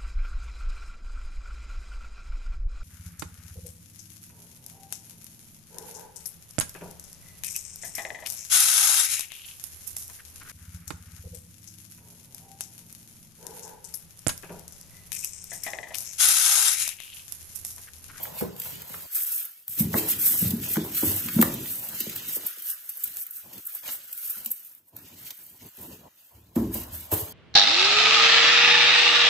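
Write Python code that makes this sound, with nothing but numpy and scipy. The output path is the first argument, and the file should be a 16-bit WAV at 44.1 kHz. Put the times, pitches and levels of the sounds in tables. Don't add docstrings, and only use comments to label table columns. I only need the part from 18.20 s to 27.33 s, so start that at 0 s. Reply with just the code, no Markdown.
import sys
import numpy as np
from scipy import signal
from scipy.fft import rfft, irfft, next_fast_len
from scipy.io import wavfile
from scipy.ndimage import uniform_filter1d

SR = 44100
rng = np.random.default_rng(int(sys.argv[2]) if len(sys.argv) > 2 else 0)


def ratio_of_db(decibels):
    return 10 ** (np.asarray(decibels, float) / 20)


def bounce(signal):
    frames = np.transpose(np.atleast_2d(signal))
    limited = np.clip(frames, -1, 1)
    pcm = np.round(limited * 32767).astype(np.int16)
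    wavfile.write(sys.argv[1], SR, pcm)


N = 402480


def along(table, hz):
    f, v = np.transpose(table)
    return np.interp(np.log(hz + 1), np.log(f), v)


def colour(x, table):
    size = next_fast_len(x.shape[-1])
    gain = ratio_of_db(along(table, np.arange(size // 2 + 1) * SR / size))
    gain = gain / np.sqrt(np.mean(gain ** 2))
    return irfft(rfft(x, size) * gain, size)[..., :x.shape[-1]]


def walk(rate_hz):
    hold = int(SR / rate_hz)
    steps = np.repeat(rng.standard_normal(N // hold + 1), hold)
    return 2.37 * uniform_filter1d(steps, hold)[:N]


def add(out, start_s, sound):
    i = int(start_s * SR)
    out[:, i:i + sound.shape[1]] += sound[:, :N - i]


def blur(cells, bins, frames):
    return uniform_filter1d(uniform_filter1d(cells, size=bins, axis=-2), size=frames, axis=-1)


def slips(scatter_db):
    size = ratio_of_db(scatter_db * np.minimum(rng.exponential(size=N), 6))
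    size = size / np.sqrt(np.mean(size ** 2))
    return size * rng.standard_normal((2, N))


def patchy(db, table, scatter_db, patch_db):
    cells = signal.stft(colour(ratio_of_db(db) * slips(scatter_db), table), nperseg=512)[2]
    field = blur(rng.standard_normal(cells.shape[1:]), bins=2, frames=7)
    cells = cells * ratio_of_db(patch_db * field / field.std())
    return signal.istft(cells, nperseg=512)[1][:, :N]


def strokes(rows):
    grid_s = np.arange(0, N / SR, .001)
    peak_s, db, swell_s, fade_s = np.transpose(rows)[..., None]
    away = np.maximum((peak_s - grid_s) / swell_s, (grid_s - peak_s) / fade_s)
    power = ratio_of_db(2 * (db - 20 * away)).sum(axis=0)
    return 10 * np.log10(np.interp(np.arange(N) / SR, grid_s, power) + 1e-12)


def shaken(after, slap):
    under_db, swell_s, fade_s = after
    return [(s + swell_s / 2, db + slap * slap_db + under_db, swell_s, fade_s)
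            for s, db, _, slap_db, _ in KNOCKS]


# peak_s, hiss_db, swell_s, fade_s, card_share_db
TUGS = [(.05, -40, 0.29, 0.15, -9), (.2, -35, 0.1, 0.096, -11), (.45, -34.5, 0.11, 0.19, -10),
        (.75, -40, 0.2, 0.34, -9), (.948, -25.5, 0.04, 0.46, -18), (1.156, -27, 0.093, 0.093, -26),
        (1.498, -25.5, 0.028, 0.2, -18.5), (1.6, -18.5, 0.033, 0.033, -21),
        (1.78, -22.5, 0.066, 0.073, -14), (1.92, -23, 0.12, 0.029, -14.5), (1.99, -37.5, 0.12, 0.16, -3.5),
        (2.065, -17.5, 0.098, 0.083, -24), (2.18, -22.5, 0.26, 0.2, -19.5),
        (2.25, -35.5, 0.051, 0.038, -6.5), (2.43, -34, 0.048, 0.18, -8), (2.535, -25, 0.081, 0.062, -16),
        (2.64, -38, 0.037, .15, -12), (2.776, -21, 0.043, 0.11, -14), (2.85, -23, 0.067, 0.11, -17),
        (2.97, -29, 0.33, 0.24, -15.5), (3.23, -30, 0.56, 0.18, -10.5), (3.51, -32.5, 0.22, 0.6, -14),
        (3.81, -35, 0.16, 0.13, -6.5), (3.96, -35, 0.057, 0.089, -7.5), (4.168, -28, 0.16, 0.044, -18),
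        (4.1, -35.5, 0.11, 0.083, -9), (4.27, -35.5, 0.17, 0.21, -9)]
# peak_s, hiss_db, swell_s, fade_s, card_share_db
SHIFTS = [(4.5, -27.5, 0.12, 0.073, -16), (4.851, -40, 0.72, 0.36, -12), (5.031, -30.5, 0.14, 0.022, -23),
          (5.18, -39.5, 0.16, 0.073, -16.5), (5.571, -39, 0.43, 0.074, -12.5),
          (5.681, -44.5, 0.04, 0.063, 6.5), (5.74, -31, 0.15, 0.058, -28), (6.099, -33, 0.34, 0.2, -15.5),
          (6.34, -45, 0.66, 0.49, -14.5), (6.69, -43, .03, 0.032, -16), (6.77, -49.5, 0.023, 0.41, -6),
          (7.08, -42, 0.15, .04, -8.5), (7.2, -48, 0.33, 0.45, -13.5), (7.451, -51.5, 0.079, 0.14, -4),
          (7.63, -42.5, 0.13, 0.23, -11), (8.001, -57, 0.16, 1, -6), (8.36, -43, 0.011, 0.19, -10.5),
          (8.54, -32.5, 0.031, 0.16, -12.5), (8.74, -36.5, 0.039, 0.2, -13),
          (8.92, -25.5, 0.011, 0.19, -15.5)]
# centre_s, dip_db, half_width_s
RESTS = [
    (1.419, -11.5, 0.14),
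    (6.66, -13.5, 0.065),
    (8.28, -4, .07),
]
# under_knock_db, swell_s, fade_s
AFTER_GROAN = (-28, 0.027, 0.17)
CARD_SWELL, CARD_FADE = 1.54, 2.07
GROAN_DB, CARRIED_GROAN_DB = -11.5, -10.5


def on_card(rows, under_db):
    return [(s, db + card_db + under_db, swell_s * CARD_SWELL, fade_s * CARD_FADE)
            for s, db, swell_s, fade_s, card_db in rows]


def pressure():
    t = np.arange(N) / SR
    rest_db = sum(dip_db * np.exp(-((t - s) / width_s) ** 4) for s, dip_db, width_s in RESTS)
    hiss = [row[:4] for row in TUGS + SHIFTS]
    scrape = on_card(TUGS + SHIFTS, 0)
    groan = on_card(TUGS, GROAN_DB) + on_card(SHIFTS, CARRIED_GROAN_DB) + shaken(AFTER_GROAN, slap=True)
    return [strokes(rows) + rest_db for rows in (hiss, scrape, groan)]


# pitch_hz, level_db per Hz
BEADS = [(3500, -34.5), (5500, -14), (7000, -15), (8000, -3.5), (9000, 1.5), (12000, 1.5), (15600, 0),
         (15900, -64)]
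# pitch_hz, level_db per Hz
CARD = [(1300, -31), (1900, -4), (3000, 0.5), (4000, -1.5), (5500, -3.5), (7500, -0.5), (10000, -22)]
# pitch_hz, level_db per Hz
GROAN = [(900, -40.5), (1200, -9), (1400, -7.5), (1530, -7.5), (1800, -9), (2400, -37)]
SCRAPE_SHUT_DB = -2.5


def rubbing(hiss_db, scrape_db, groan_db):
    judder = walk(35)
    hiss_db = hiss_db + .45 * judder + 1.0 * walk(150) + 1.7
    hiss = colour(ratio_of_db(hiss_db) * slips(1.5), BEADS)
    scrape_db = scrape_db + SCRAPE_SHUT_DB * shut() + 1.0 * judder - 0.5
    scrape = patchy(scrape_db, CARD, scatter_db=2.5, patch_db=3.0)
    groan = colour(ratio_of_db(groan_db + 1.2 * walk(40) - 0.5) * slips(2.1), GROAN)
    return hiss + scrape + groan


# start_s, end_s, rumble_db, panel_creak_db
HANDLED = [(0.0, 0.19, -48, -51.5), (0.182, 0.866, -54.5, -62.5), (1.493, 1.609, -80, -74),
           (1.58, 3.508, -49.5, -59), (3.472, 4.267, -55.5, -60.5), (4.84, 4.993, -68.5, -70),
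           (5.244, 5.403, -56.5, -66), (5.632, 5.711, -61, -58), (5.716, 5.952, -88, -75),
           (6.167, 6.333, -65, -68), (6.73, 7.129, -58, -67), (7.19, 7.417, -64.5, -73.5),
           (7.417, 7.489, -52, -59.5), (7.581, 7.77, -48, -61.5), (7.781, 7.824, -53.5, -67),
           (7.833, 7.883, -54, -57.5), (8.113, 8.34, -63.5, -71.5), (8.361, 9.2, -74, -59.5)]


def shut():
    t = np.arange(N) / SR
    is_open = sum((t >= start_s) & (t < end_s) for start_s, end_s, _, _ in HANDLED)
    return uniform_filter1d(1. - is_open, size=400)


# pitch_hz, level_db per Hz
CREAK = [(380, -38), (480, -6.5), (700, 1), (900, -4.5), (1100, -3.5), (1400, -40)]
# pitch_hz, level_db per Hz
RUMBLE = [(30, -38), (60, -7.5), (100, -0.5), (200, -1.5), (330, -3.5), (450, -11), (700, -36)]
# under_knock_db, swell_s, fade_s
AFTER_RUMBLE = (-23.5, 0.04, 0.31)
# under_knock_db, swell_s, fade_s
AFTER_CREAK = (-14.5, .02, 0.16)
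# rumble_db, creak_db
LEAK_DB = (-79, -82)
RUB_LEAK_DB, GATE_SHUT_DB = -15.5, -4


def box(blows, groan_db):
    t = np.arange(N) / SR
    rumble = np.full(N, ratio_of_db(LEAK_DB[0]))
    creak = np.hypot(ratio_of_db(LEAK_DB[1]), ratio_of_db(groan_db + RUB_LEAK_DB))
    rumbling = ratio_of_db(strokes(shaken(AFTER_RUMBLE, slap=False)))
    creaking = ratio_of_db(strokes(shaken(AFTER_CREAK, slap=True)))
    for start_s, end_s, rumble_db, creak_db in HANDLED:
        on = (t >= start_s) & (t < end_s)
        rumble[on] = np.hypot(ratio_of_db(rumble_db), rumbling[on])
        creak[on] = np.hypot(ratio_of_db(creak_db), creaking[on])
    rumble, creak = uniform_filter1d([rumble, creak], size=700)
    creak = colour(creak * ratio_of_db(1.6 * walk(30) + 3.5) * slips(1.5), CREAK)
    rumble = colour(rumble * ratio_of_db(1.4 * walk(25)) * slips(1.2), RUMBLE)
    return creak + rumble + blows * ratio_of_db(GATE_SHUT_DB * shut())


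# start_s, peak_db, dull_part_db, length_s
CRACKS = [(0.364, -29.5, -9, 0.00092), (0.399, -15.5, -16, 0.00099), (0.4163, -24, -5.5, 0.0025),
          (0.619, -23, -14, 0.00081), (1.48, -16.5, -16.5, 0.00075), (3.2136, -3, -13, 0.0012),
          (3.223, -1, -19, 0.0014), (4.8385, -12, -23, 0.0024), (4.841, -15.5, -23, .002),
          (4.97, -23, -21, 0.0012), (5.065, -24, -18, 0.0017), (5.108, -22, -43, 0.0019),
          (6.247, -21, -23, 0.0015), (6.449, -27, -25, 0.00038), (6.55, -28, -26, 0.0005),
          (5.678, -25, -25, .001), (5.975, -23, -24, 0.0011), (7.466, -36, -20, .001),
          (7.487, -35, -23, .001), (6.764, -29, -17, 0.0012), (7.104, -25, -2.5, 0.0032),
          (7.264, -33, -24.5, 0.0013), (8.3535, -30.5, -4.5, 0.0061), (8.915, -19, -18, 0.002),
          (5.674, -33, -8, .004),
          (0.0255, -18.5, -18, 0.0083), (0.933, -27, -27, 0.0025), (1.25, -22, -25, 0.0033),
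            (1.727, -26, -6.5, 0.0067), (2.303, -20, -6, 0.0056), (2.744, -18, -13, 0.006),
            (3.336, -19.5, -25, 0.0062), (3.448, -44, -28, 0.0048), (3.684, -22, -16, 0.0053),
            (3.744, -25, -26, 0.0058), (3.802, -13, -14, 0.0036), (3.894, -23, -5, 0.0034),
            (3.955, -18.5, -13, 0.0066), (4.264, -12, -30, 0.0035), (4.419, -24, -45, 0.004),
            (4.688, -19, -23, 0.0074), (4.7695, -23, -39, 0.0039), (5.318, -33, -5.5, 0.017),
            (5.376, -30.5, -8, 0.005), (5.45, -26, -34, 0.0051), (5.464, -18.5, -48, 0.006),
            (5.547, -19, -44, 0.0046), (5.926, -20, -18, 0.0035), (6.088, -18.5, -37, 0.016),
            (6.259, -16, -15.5, 0.0025), (6.302, -21, -38, 0.0053), (6.312, -11, -31.5, 0.0044),
            (7.568, -34.5, -18, 0.0036), (8.538, -18, -16, 0.0064), (8.935, -12, -18, 0.0044),]
# start_s, peak_db, dull_part_db
SNAPS = [(0.956, -21, -37), (1.006, -6, -19), (1.011, -10, -17), (1.742, -16, -6), (2.3084, -7, -21),
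         (2.4011, -19, -9), (2.5705, -17, 0.5), (2.7184, -27, -17), (3.2134, -2, -12.5), (3.2253, -7, -11),
         (3.846, -31, -11), (3.897, -17, -10), (3.996, -29, -5), (4.06, -26, -2), (4.273, -18, -2),
         (4.385, -24, 3.5), (4.8374, -2, -26), (4.934, -24, -25), (4.9703, -3, -23), (5.067, -18, -17),
         (6.11, -18, -34), (6.3151, -11, -33), (6.7673, -15, -17), (6.2604, -6, -16), (8.996, -28, -20)]
# pitch_hz, level_db per Hz
SNAP = [(2500, -32), (5000, -38.5), (8000, 10), (12000, 18.5), (15500, 17), (17000, -20.5)]
SNAP_S = 0.00019


def cracks():
    bright, dull = np.zeros((2, N)), np.zeros((2, N))
    t = np.arange(2048) / SR
    for s, db, dull_db, length_s in CRACKS:
        u = t / length_s
        swell = (u * np.exp(1 - u)) ** max(450 * length_s, .5)
        burst = swell * ratio_of_db(db - 8.0) * rng.standard_normal((2, len(t)))
        add(bright, s, burst)
        add(dull, s, burst * ratio_of_db(dull_db - 1.0))
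    for s, db, dull_db in SNAPS:
        signs = np.sign(rng.standard_normal((2, len(t))))
        burst = ratio_of_db(db - 5.0) * np.exp(-t / SNAP_S) * signs
        add(bright, s, burst)
        add(dull, s, burst * ratio_of_db(dull_db))
    return colour(bright, SNAP) + colour(dull, CARD)


# start_s, peak_db, pitch_hz
TICKS = [(0.054, -34, 1500), (0.7428, -32.5, 1540), (0.212, -30, 890), (1.48, -45, 1620),
         (2.57, -30.5, 700), (2.835, -30, 800), (1.742, -16.5, 1150), (2.558, -28.5, 1724),
         (3.086, -26, 2555), (3.2262, -14, 1218), (3.227, -21.5, 616), (3.2305, -19, 1222),
         (6.17, -47, 1480), (2.4342, -35, 3040), (3.4584, -38, 3200), (5.634, -41, 2980),
         (8.9171, -37, 1080), (2.5689, -26.5, 1293), (3.19, -23.5, 910), (3.214, -26.5, 2617),
         (5.69, -34, 1340), (5.896, -48.5, 1426)]


def ticks():
    out = np.zeros((2, N))
    t = np.arange(1024) / SR
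    for s, db, hz in TICKS:
        mode_hz = hz * 2 ** (0.53 * rng.standard_normal((40, 1)))
        phase = 2 * rng.standard_normal((2, 40, 1))
        modes = np.sin(2 * np.pi * mode_hz * t + phase)
        add(out, s, ratio_of_db(db - 13) * np.exp(-t / .003) * modes.sum(axis=1))
    return out


# start_s, peak_db, centre_pitch_hz, slap_db, ring_s
KNOCKS = [(0.209, -24, 183, -7, 0.48), (0.454, -39.5, 135, -4, 0.42), (0.697, -43.5, 227, 0, 0.34),
          (1.482, -46, 143, -24.5, 0.19), (1.599, -14.5, 183.4, -27.5, 0.36),
          (1.641, -22, 130.5, -52.5, 0.57), (2.216, -17, 178, -28, 0.4), (2.249, -17.5, 130, -19.5, 0.29),
          (2.329, -16.5, 213, -35, 0.12), (2.859, -24, 111, -23.5, 0.24), (3.249, -22.5, 226, -10.5, 0.2),
          (3.681, -44, 206, -21.5, 0.39), (8.413, -17, 265.5, -30, 0.45), (8.369, -12.5, 267, -23, 0.26),
          (3.05, -28.5, 205, -29, 0.16), (6.167, -54, 270, -1, .3), (8.552, -28, 277, -3.5, 0.22),
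          (9.014, -30.5, 102, -10, 0.058), (1.742, -16.5, 198, -6, 0.08), (2.566, -15, 211, -19.5, 0.19),
          (2.829, -14.5, 310, -17, 0.11), (3.158, -10.5, 197, -32, 0.08), (3.187, -9, 270, -18, 0.077),
          (3.196, -12.5, 278, -29.5, 0.052), (3.271, -28, 199, -31, .15), (3.866, -32, 158, -30, .12),
          (5.682, -46.5, 325, 2, 0.13), (8.36, -11, 239, -16, 0.08), (8.921, -21.5, 117, -0.5, 0.079)]
# start_s, peak_db, centre_pitch_hz, ring_s
THUDS = [(0.22, -17.5, 400, 0.17), (1.7554, -21.5, 393, 0.53), (2.5758, -17, 331, 0.13),
         (3.1934, -33.5, 230, 0.23), (8.921, -21, 330, 0.25), (0.21, -42.5, 66, 0.19),
         (8.128, -47.5, 79, 0.78), (6.73, -61, 265, 0.33), (6.258, -45, 255, 0.12), (2.22, -34.5, 390, 0.2),
         (8.378, -25.5, 82, 0.62), (8.705, -37.5, 82, 0.32)]
PANELS_HZ = [62, 80, 97.2, 108.9, 131, 160.3, 166.9, 192.2, 211.4, 222.2, 235.3, 277, 311, 329.5, 339.4,
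             411, 441.5, 476]
# pitch_hz, level_db per Hz
SLAP = [(300, -14.5), (550, 22), (1200, 8.5), (2500, -4.5), (5000, -53), (9000, -53.5)]
THUD_SLAP_DB = -30


def knocks():
    ring, slap = np.zeros((2, N)), np.zeros((2, N))
    t = np.arange(SR // 3) / SR
    panels_hz = np.array(PANELS_HZ)
    thuds = [(s, db, hz, THUD_SLAP_DB, ring_s) for s, db, hz, ring_s in THUDS]
    for s, db, centre_hz, slap_db, ring_s in KNOCKS + thuds:
        near = np.argsort(np.abs(np.log(panels_hz / centre_hz)))[:9]
        hz = panels_hz[near, None]
        chance = rng.standard_normal((4, len(near), 1))
        push_s = 2.1 / centre_hz
        gain = ratio_of_db(-24 * np.log2(hz / centre_hz) ** 2 + 4 * chance[0])
        mode_ring_s = ring_s * (200 / hz) ** 0.75
        fade = np.exp(-np.log(1000) * t / mode_ring_s)
        turn = 2 * np.pi * hz * (1 + 0.027 * chance[1]) * (t - push_s)
        modes = gain * fade * np.cos(turn + 0.69 * chance[2:])
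        sound = np.sum(modes, axis=1) * np.minimum(t / push_s, 1) ** 1.4
        add(ring, s, ratio_of_db(db) * sound / np.abs(sound[0]).max())
        add(slap, s, ratio_of_db(db + slap_db - 5) * np.exp(-t / .016) * rng.standard_normal((2, len(t))))
    return ring + colour(slap, SLAP)


# peak_s, level_db, swell_s, fade_s
SQUEAKS = [
    (4.86, -61, .03, .12),
    (5.07, -62, 0.021, 0.12),
    (5.76, -62, 0.077, .15),
    (5.895, -59, .03, .04),
    (5.96, -54, .04, .1),
    (6.03, -61, .05, 0.079),
    (6.17, -52, .04, .03),
    (6.25, -56, .03, 0.031),
    (2.775, -45, 0.018, .03),
]
# pitch_hz, level_db per Hz
SQUEAK = [(1150, -41.5), (1350, -2.5), (1480, 1), (1600, -4.5), (1900, -41)]


def squeaks():
    level_db = strokes(SQUEAKS) + 2.0 * walk(45)
    return colour(ratio_of_db(level_db) * slips(2.5), SQUEAK)


# start_s, peak_db, fall_s, first_pitch_hz
FLICKS = [
    (3.804, -36, 0.02, 527),
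    (3.867, -32.5, 0.0111, 750),
    (4.166, -33, 0.0108, 810),
    (4.241, -47, 0.0076, 700),
    (4.372, -49.5, 0.015, 754),
    (7.572, -56.5, 0.032, 750),
    (7.626, -49, 0.0272, 750),
    (7.67, -54, 0.027, 750),
    (7.714, -48, 0.028, 757),
]


def flicks():
    out = np.zeros((2, N))
    for s, db, fall_s, first_hz in FLICKS:
        u = np.arange(int(3 * fall_s * SR)) / (fall_s * SR)
        pitch_hz = 140 + (first_hz - 140) * np.exp(-2.2 * u)
        turn = 2 * np.pi * np.cumsum(pitch_hz) / SR
        flutter_db = 1.9 * np.repeat(rng.standard_normal(48), 128)[:len(u)]
        shape = 4.1 * u * np.exp(-3.2 * u) * ratio_of_db(db + flutter_db)
        add(out, s, 1.72 * shape * np.array([np.sin(turn), np.cos(turn)]))
    return out


# pitch_hz, decay_s
ROOM_T60_S = [(100, 0.56), (1000, 0.37), (5000, 0.33), (15000, 0.13)]
# pitch_hz, level_db
ROOM_DB = [(100, -13), (400, -2), (1500, -6.5), (12000, -9.5)]


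def room():
    t = np.arange(32768) / SR
    tail = 0
    for hz in 59.0 * 2 ** np.arange(9):
        octave = [(hz / 2, -60), (hz / 1.527, 0), (hz * 1.3, 0), (hz * 2, -60)]
        band = colour(rng.standard_normal((2, len(t))), octave)
        t60_s = along(ROOM_T60_S, hz)
        level = ratio_of_db(along(ROOM_DB, hz)) * np.sqrt(hz / t60_s) * 4 / SR
        tail = tail + band * level * np.exp(-np.log(1000) * t / t60_s)
    return (t == 0) + tail * (t > .004)


# pitch_hz, level_db per Hz
HUSH = [(50, 6), (500, -14), (1400, -8), (4000, -11), (8000, -8), (12000, 9), (15600, 5.5), (15900, -56.5)]
HUSH_DB = -83


def scene():
    levels = pressure()
    foam = rubbing(*levels) + cracks() + ticks() + squeaks()
    near = np.array([foam, knocks() + flicks()])
    foam, blows = signal.oaconvolve(near, room()[None], axes=2)[..., :N]
    hush = ratio_of_db(HUSH_DB) * colour(rng.standard_normal((2, N)), HUSH)
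    return foam + box(blows, levels[-1]) + hush


# time_s, mono_below_hz
MONO = [(1.48, 40), (1.62, 190), (1.95, 320), (4.35, 280), (4.6, 560), (6.4, 720), (9.2, 620)]
# pitch_hz, level_db
TOP = [(15750, 0), (15900, -27)]
# low_hz, high_hz
ALIKE_HZ = (12600, 13900)
# low_hz, high_hz
CANCEL_HZ = (9200, 10100)
# low_hz, high_hz
SEAM_HZ = (7560, 7880)
# low_hz, high_hz
THIN_DIP_HZ = (2000, 7000)
THIN_DIP_SHARE = .55
LEARNT_S, OPPOSED_HZ, OPPOSED_OCT, OPPOSED_TURNS = 1.47, 287, 0.62, 0.23
EDGE_HZ, JOLT = 110, 5


def across_ports(ports):
    pair = np.array([[1, 0.93], [1, -1]]) / np.sqrt(2)
    hz, t, (mid, side) = signal.stft(pair @ ports, SR, nperseg=2048)
    octaves = np.log2((hz[:, None] + 1) / OPPOSED_HZ)
    turn = OPPOSED_TURNS * 2 * np.pi * np.exp(-(octaves / OPPOSED_OCT) ** 2) * (t < LEARNT_S)
    side = side + 1j * mid * np.sin(turn)
    mid = mid * np.cos(turn)
    follows = blur((side * mid.conj()).real, bins=9, frames=3)
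    side = side - mid * follows / (blur(np.abs(mid) ** 2, bins=9, frames=3) + 1e-18)

    quiet = np.interp(t * SR, np.arange(N), shut()) > .5
    edge = EDGE_HZ * rng.standard_normal((2, len(t)))
    power = np.sum(np.abs(side) ** 2, axis=0)
    steady = power < JOLT * np.roll(power, 2)

    def within(band):
        return (hz[:, None] > band[0] + edge[0]) & (hz[:, None] < band[1] + edge[1]) & steady

    mid = mid * ~(within(CANCEL_HZ) | (within(SEAM_HZ) & quiet))
    above_mono = hz[:, None] > np.interp(t, *np.transpose(MONO))
    apart = above_mono & (hz[:, None] < TOP[0][0]) & ~within(ALIKE_HZ)
    cells = np.array([mid, side * apart])

    inside = (hz > THIN_DIP_HZ[0]) & (hz < THIN_DIP_HZ[1])
    fine = blur(np.abs(cells[:, inside]) ** 2, bins=7, frames=2)
    cells[:, inside] *= fine > THIN_DIP_SHARE * uniform_filter1d(fine, size=61, axis=1)
    return pair @ signal.istft(cells, SR, nperseg=2048)[1][:, :N]


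def roll_off(x):
    return signal.sosfilt(signal.butter(12, 16820, fs=SR, output="sos"), x)


# pitch_hz, correlation (0-1)
PORT_LIKE = [(110, 1), (170, .988), (300, .96),
             (430, .87), (600, .6), (950, .7), (1700, .65), (2200, .55), (3000, .45), (3900, .1), (5600, .3),
             (6100, .75), (7600, .82), (8600, .9), (9200, .998), (10100, .998), (10800, .93),
               (17000, .93)]
# pitch_hz, lag in turns
LATE = [(520, 0), (730, -.5), (930, -1), (1150, -1.36), (1350, -1), (2100, -1.07), (3600, -1.33),
        (4300, -1), (6400, -.97), (7300, -.81), (9250, -.512), (10050, -.488), (12850, -.015),
        (13750, .015), (16000, .45), (17000, .5)]


def record(dry):
    size = next_fast_len(N)
    hz = np.arange(size // 2 + 1) * SR / size
    like = np.clip(along(PORT_LIKE, hz), -1, 1)
    share = np.sqrt([(1 + like) / 2, (1 - like) / 2])
    shared, apart = rfft(dry, size) * ratio_of_db(along(TOP, hz)) * share
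    late = np.exp(-2j * np.pi * np.interp(hz, *np.transpose(LATE)))
    ports = irfft([shared + apart, (shared - apart) * late], size)[:, :N]
    mix = .8 * np.tanh(across_ports(ports) / .8)
    return roll_off(mix)


dry = scene()
out = record(dry)
bounce(out)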